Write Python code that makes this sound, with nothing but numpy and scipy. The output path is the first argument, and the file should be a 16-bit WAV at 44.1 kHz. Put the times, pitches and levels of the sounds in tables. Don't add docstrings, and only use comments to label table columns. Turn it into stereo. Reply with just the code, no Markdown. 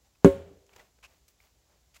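import sys
import numpy as np
from scipy import signal
from scipy.fft import rfft, irfft
from scipy.io import wavfile

SR = 44100
rng = np.random.default_rng(int(sys.argv[2]) if len(sys.argv) > 2 else 0)


def waveform_to_disk(signal):
    frames = np.transpose(np.atleast_2d(signal))
    scaled = np.clip(frames, -1, 1) * 32767
    samples = np.round(scaled).astype(np.int16)
    wavfile.write(sys.argv[1], SR, samples)


N = 88200

# frequency in Hz, coherence.
COHERENCE = [(60, 0.72), (130, 1), (300, 0.71), (640, 0.18), (1400, 0.055), (16000, 0.079)]
# frequency in Hz, relative level in dB.
AIR_SPECTRUM = [(20, -26), (40, -12.5), (58, 0), (80, -10), (120, -13.5), (220, -22), (600, -22),
                (1300, -28.5), (2500, -29.5), (5000, -27), (7600, -26), (8300, -34.5), (15500, -35)]
SCUFF_SPECTRUM = [(100, -21), (400, -4), (1000, 3.5), (3000, -1), (7500, -5.5), (9000, -13.5), (13000, -16),
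                  (16000, -25)]
RUSTLE_SPECTRUM = [(100, -2.5), (300, -8), (650, 4), (1400, 0), (2400, 2), (3600, -2.5), (7500, -1.5),
                   (9000, -9), (16000, -1.5)]
# start in seconds, length in seconds, level in dB,
# centre of the rasp or ping in Hz, its boost in dB, treble tilt in dB per octave.
SHOE_SCUFFS = [(0.043, 0.046, -70, 820, 23.5, 3), (.793, 0.012, -53, 1960, 11, -2.5),
               (1.026, 0.046, -52, 2600, 13.5, 0.5), (1.4025, 0.0036, -58, 2270, 13, -2),
               (1.94, 0.022, -60, 2470, 2, 3.5), (1.954, 0.026, -56, 2450, 5.5, 2)]
GRIT_TICKS = [(0.15, 0.012, -70, 2520, 12, -2), (0.665, 0.0028, -65.5, 7000, 7, 7),
              (0.692, 0.0053, -60, 2800, 12, -4.5), (.7305, 0.012, -60, 2350, 15, 1.5),
              (.7405, 0.0029, -82, 4500, 3, 9), (0.7606, 0.0093, -51, 453, 28, 1.7),
              (0.9866, 0.0062, -60, 2030, -2, -6.5), (1.279, 0.013, -59.5, 4580, 4, 6.5)]
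# start in seconds, length in seconds, level in dB, treble tilt in dB per octave.
SWISH_AND_RUSTLES = [(.215, 0.08, -67.5, -4.5), (0.678, 0.24, -64.5, -3), (0.765, 0.077, -59, -4),
                     (1.033, 0.18, -68.5, -2.5), (1.277, .05, -67, 2), (1.383, 0.14, -68, -1),
                     (1.657, 0.15, -72.5, -5), (1.951, .09, -70, 0)]
# delay in seconds, spread in seconds, level in dB.
YARD_ECHOES = [(.105, 0.038, -33), (0.236, .075, -41)]
# frequency in Hz, relative level in dB.
ECHO_SPECTRUM = [(40, 0.5), (85, 9), (170, -4), (280, -3.5), (420, -2), (900, 3.5), (3000, -0.5),
                 (8000, -15), (16000, -21)]
TAIL_SPECTRUM = [(60, -8), (200, -6.5), (450, 5.5), (900, -7), (1700, -8.5), (3300, -13.5), (5200, -20),
                 (7200, -14), (9000, -20.5), (15500, -21)]
SCATTER_SPECTRUM = [(100, -8), (450, 3.5), (800, -2), (1500, -2), (2300, -9.5), (3200, -8.5), (5200, -21),
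                    (7000, -16.5), (9000, -21.5), (15500, -24.5)]
SLAP_SPECTRUM = [(100, -15), (600, -6.5), (1050, -6.5), (1600, 11), (2000, 0), (2700, -2), (4000, -4.5),
                 (5500, -16), (6900, 1.5), (8200, -15), (11000, -28.5), (16000, -34.5)]
# frequency in Hz, seconds to fall 60 dB.
TAIL_DECAY = [(100, .55), (500, .88), (1100, 0.61), (3000, 0.68), (7000, .43), (15000, .34)]
# frequency in Hz, level in dB, seconds to fall 60 dB, build-up in seconds, left over right in dB.
RING_TONES = [(67.15, -19.5, 0.16, 0.0015, -5.5), (85.55, -28, 0.48, 0.018, -2),
              (127, -12, 0.051, .016, -2), (192.8, 7, 0.048, .009, -3.5), (219, -7, .07, .003, 1),
              (280.8, -2, .078, .0006, 1), (345, -10.5, .062, .0005, -5), (391.2, -4, .124, .0006, -11),
              (397, -40.5, 0.77, .03, -9.5), (482, -20.5, 0.13, .003, -5), (551, -16, 0.28, .003, 2),
              (648.7, -20.5, 0.066, .002, -12.5), (717, -40, .2, .002, -9),
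              (903.4, -41.5, .34, 0.00209, -3.5), (994, -34.5, 0.0794, .004, -5),
              (1081, -31.5, 0.23, .004, -10), (1264, -32, .07, .003, 1), (1387, -28.5, 0.089, .003, -0.5),
              (1417, -53, 0.52, .001, -3), (1517, -46, .33, .001, 0.5), (1623, -29, .08, .001, 11),
              (1810, -45.5, 0.13, 0.00087, -0.5), (2038, -40.5, .14, 0.00044, 1),
              (2216, -34.5, .15, 0.00078, 0.5), (2546, -34.5, .1, .001, -1.5), (2884, -37, 0.086, .001, -2)]
# time in seconds, level in dB, contact time in seconds.
CONTACTS = [(.2466, 1, 0.00032), (0.2646, -11, .0011)]

DRONE_HZ, DRONE_WAVER = 58, .3
SLIPS_PER_S, SLIP_SPREAD_DB, RASP_OCTAVES = 11000, 2, .15
CRACK_T60_S, SCATTER_T60_S, SLAP_LEAD_S = .018, .15, .0005
LOW_CUT_HZ, OVERLOAD_KNEE, CUTOFF_HZ = 38, 14, 15900
TIME, BIN_HZ = np.arange(N) / SR, np.fft.rfftfreq(N, 1 / SR)


def amp(db):
    return 10 ** (np.asarray(db) / 20)


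def unit(x):
    return x / np.sqrt(np.mean(x ** 2) + 1e-20)


def curve(points, hz=BIN_HZ):
    f, value = np.transpose(points)
    return np.interp(np.log(hz + 1), np.log(f + 1), value)


def pan(db):
    gains = amp(np.array([[db], [-db]]) / 2)
    return gains / gains.mean()


def add(mix, start, sound):
    part = mix[:, max(round(start * SR), 0):][:, :sound.shape[1]]
    part += sound[:, :part.shape[1]]


def colour(x, gain_db):
    right, other = rfft(x)
    alike = np.clip(curve(COHERENCE), -1, 1)
    left = alike * right + np.sqrt(1 - alike ** 2) * other
    return unit(irfft(np.array([left, right]) * amp(gain_db), N))


def noise(spectrum):
    return colour(rng.standard_normal((2, N)), curve(spectrum))


def air():
    waver = unit(sum(np.cos(2 * np.pi * (hz * TIME + rng.random())) for hz in rng.uniform(-12, 9, 20)))
    phase = 2 * np.pi * DRONE_HZ * TIME + DRONE_WAVER * waver[::-1]
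    drone = np.sqrt(2) * (1 + DRONE_WAVER * waver) * np.sin(phase)
    return pan(-6) * (amp(-67) * noise(AIR_SPECTRUM) + amp(-74.5) * drone)


def rub(length, db, gain_db):
    slips = rng.standard_normal((2, N)) * amp(SLIP_SPREAD_DB * np.minimum(rng.exponential(1, (2, N)), 4))
    slipping = rng.random((2, N)) < SLIPS_PER_S / SR
    grains = colour(slips * slipping, gain_db)
    progress = np.arange(0, length, 1 / SR) / length
    swell = np.sqrt(2) * np.sin(np.pi * progress ** .8)
    return pan(-3) * amp(db) * swell * unit(grains[:, :len(swell)])


def movement():
    out = np.zeros((2, N))
    octaves = np.log2(np.maximum(BIN_HZ, 400) / 2000)
    for start, length, db, rasp_hz, rasp_db, tilt in SHOE_SCUFFS + GRIT_TICKS:
        rasp = rasp_db * np.exp(-(np.log2((BIN_HZ + 1) / rasp_hz) / RASP_OCTAVES) ** 2 / 2)
        add(out, start, rub(length, db, curve(SCUFF_SPECTRUM) + rasp + tilt * octaves))
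    for start, length, db, tilt in SWISH_AND_RUSTLES:
        add(out, start, rub(length, db, curve(RUSTLE_SPECTRUM) + tilt * octaves))
    return out


def echoes(blow):
    clouds = sum(amp(db) * unit(np.exp(-((TIME - delay) / spread) ** 2))
                 for delay, spread, db in YARD_ECHOES)
    reflections = clouds / np.sqrt(N) * noise([(20, 0), (20000, 0)])
    response = irfft(rfft(reflections) * amp(curve(ECHO_SPECTRUM)), N)
    return pan(-3.5) * signal.fftconvolve(blow.mean(0)[None], response, axes=1)[:, :N]


def slap():
    crack = pan(6) * amp(-18 - 60 * TIME / CRACK_T60_S) * noise(SLAP_SPECTRUM)
    scatter = pan(-5.5) * amp(-27.5 - 60 * TIME / SCATTER_T60_S) * noise(SCATTER_SPECTRUM)
    hz, age, bands = signal.stft(noise(TAIL_SPECTRUM), SR, nperseg=256)
    decay = amp(-60 * age / curve(TAIL_DECAY, hz)[:, None])
    tail = pan(-5.5) * amp(-38) * signal.istft(bands * decay, SR, nperseg=256)[1][:, :N]
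    touch = CONTACTS[0][0] - SLAP_LEAD_S
    out = np.zeros((2, N))
    add(out, touch, crack + scatter + tail)
    return out


def thud():
    t, out = TIME[:SR], np.zeros((2, N))
    ring = np.zeros((2, SR))
    for hz, db, t60, rise, side_db in RING_TONES:
        envelope = amp(db - 60 * t / t60) * (1 - np.exp(-t / rise))
        ring += pan(side_db) * envelope * np.cos(2 * np.pi * hz * t)
    for when, db, contact in CONTACTS:
        push = np.sin(np.pi * np.arange(0, contact, 1 / SR) / contact) ** 2
        struck = signal.fftconvolve(ring, push[None] / push.sum(), axes=1)
        add(out, when - contact / 2, amp(db) * struck)
    return out


def scene():
    blow = thud() + slap()
    return blow + echoes(blow) + movement() + air()


def record(dry):
    x = signal.sosfilt(signal.butter(1, LOW_CUT_HZ, "high", fs=SR, output="sos"), dry)
    clipped = x / (1 + abs(x) ** OVERLOAD_KNEE) ** (1 / OVERLOAD_KNEE)
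    lowpass = signal.firwin(511, CUTOFF_HZ, window=("kaiser", 9), fs=SR)
    return signal.oaconvolve(clipped, lowpass[None], "same")


dry = scene()
out = record(dry)
waveform_to_disk(out)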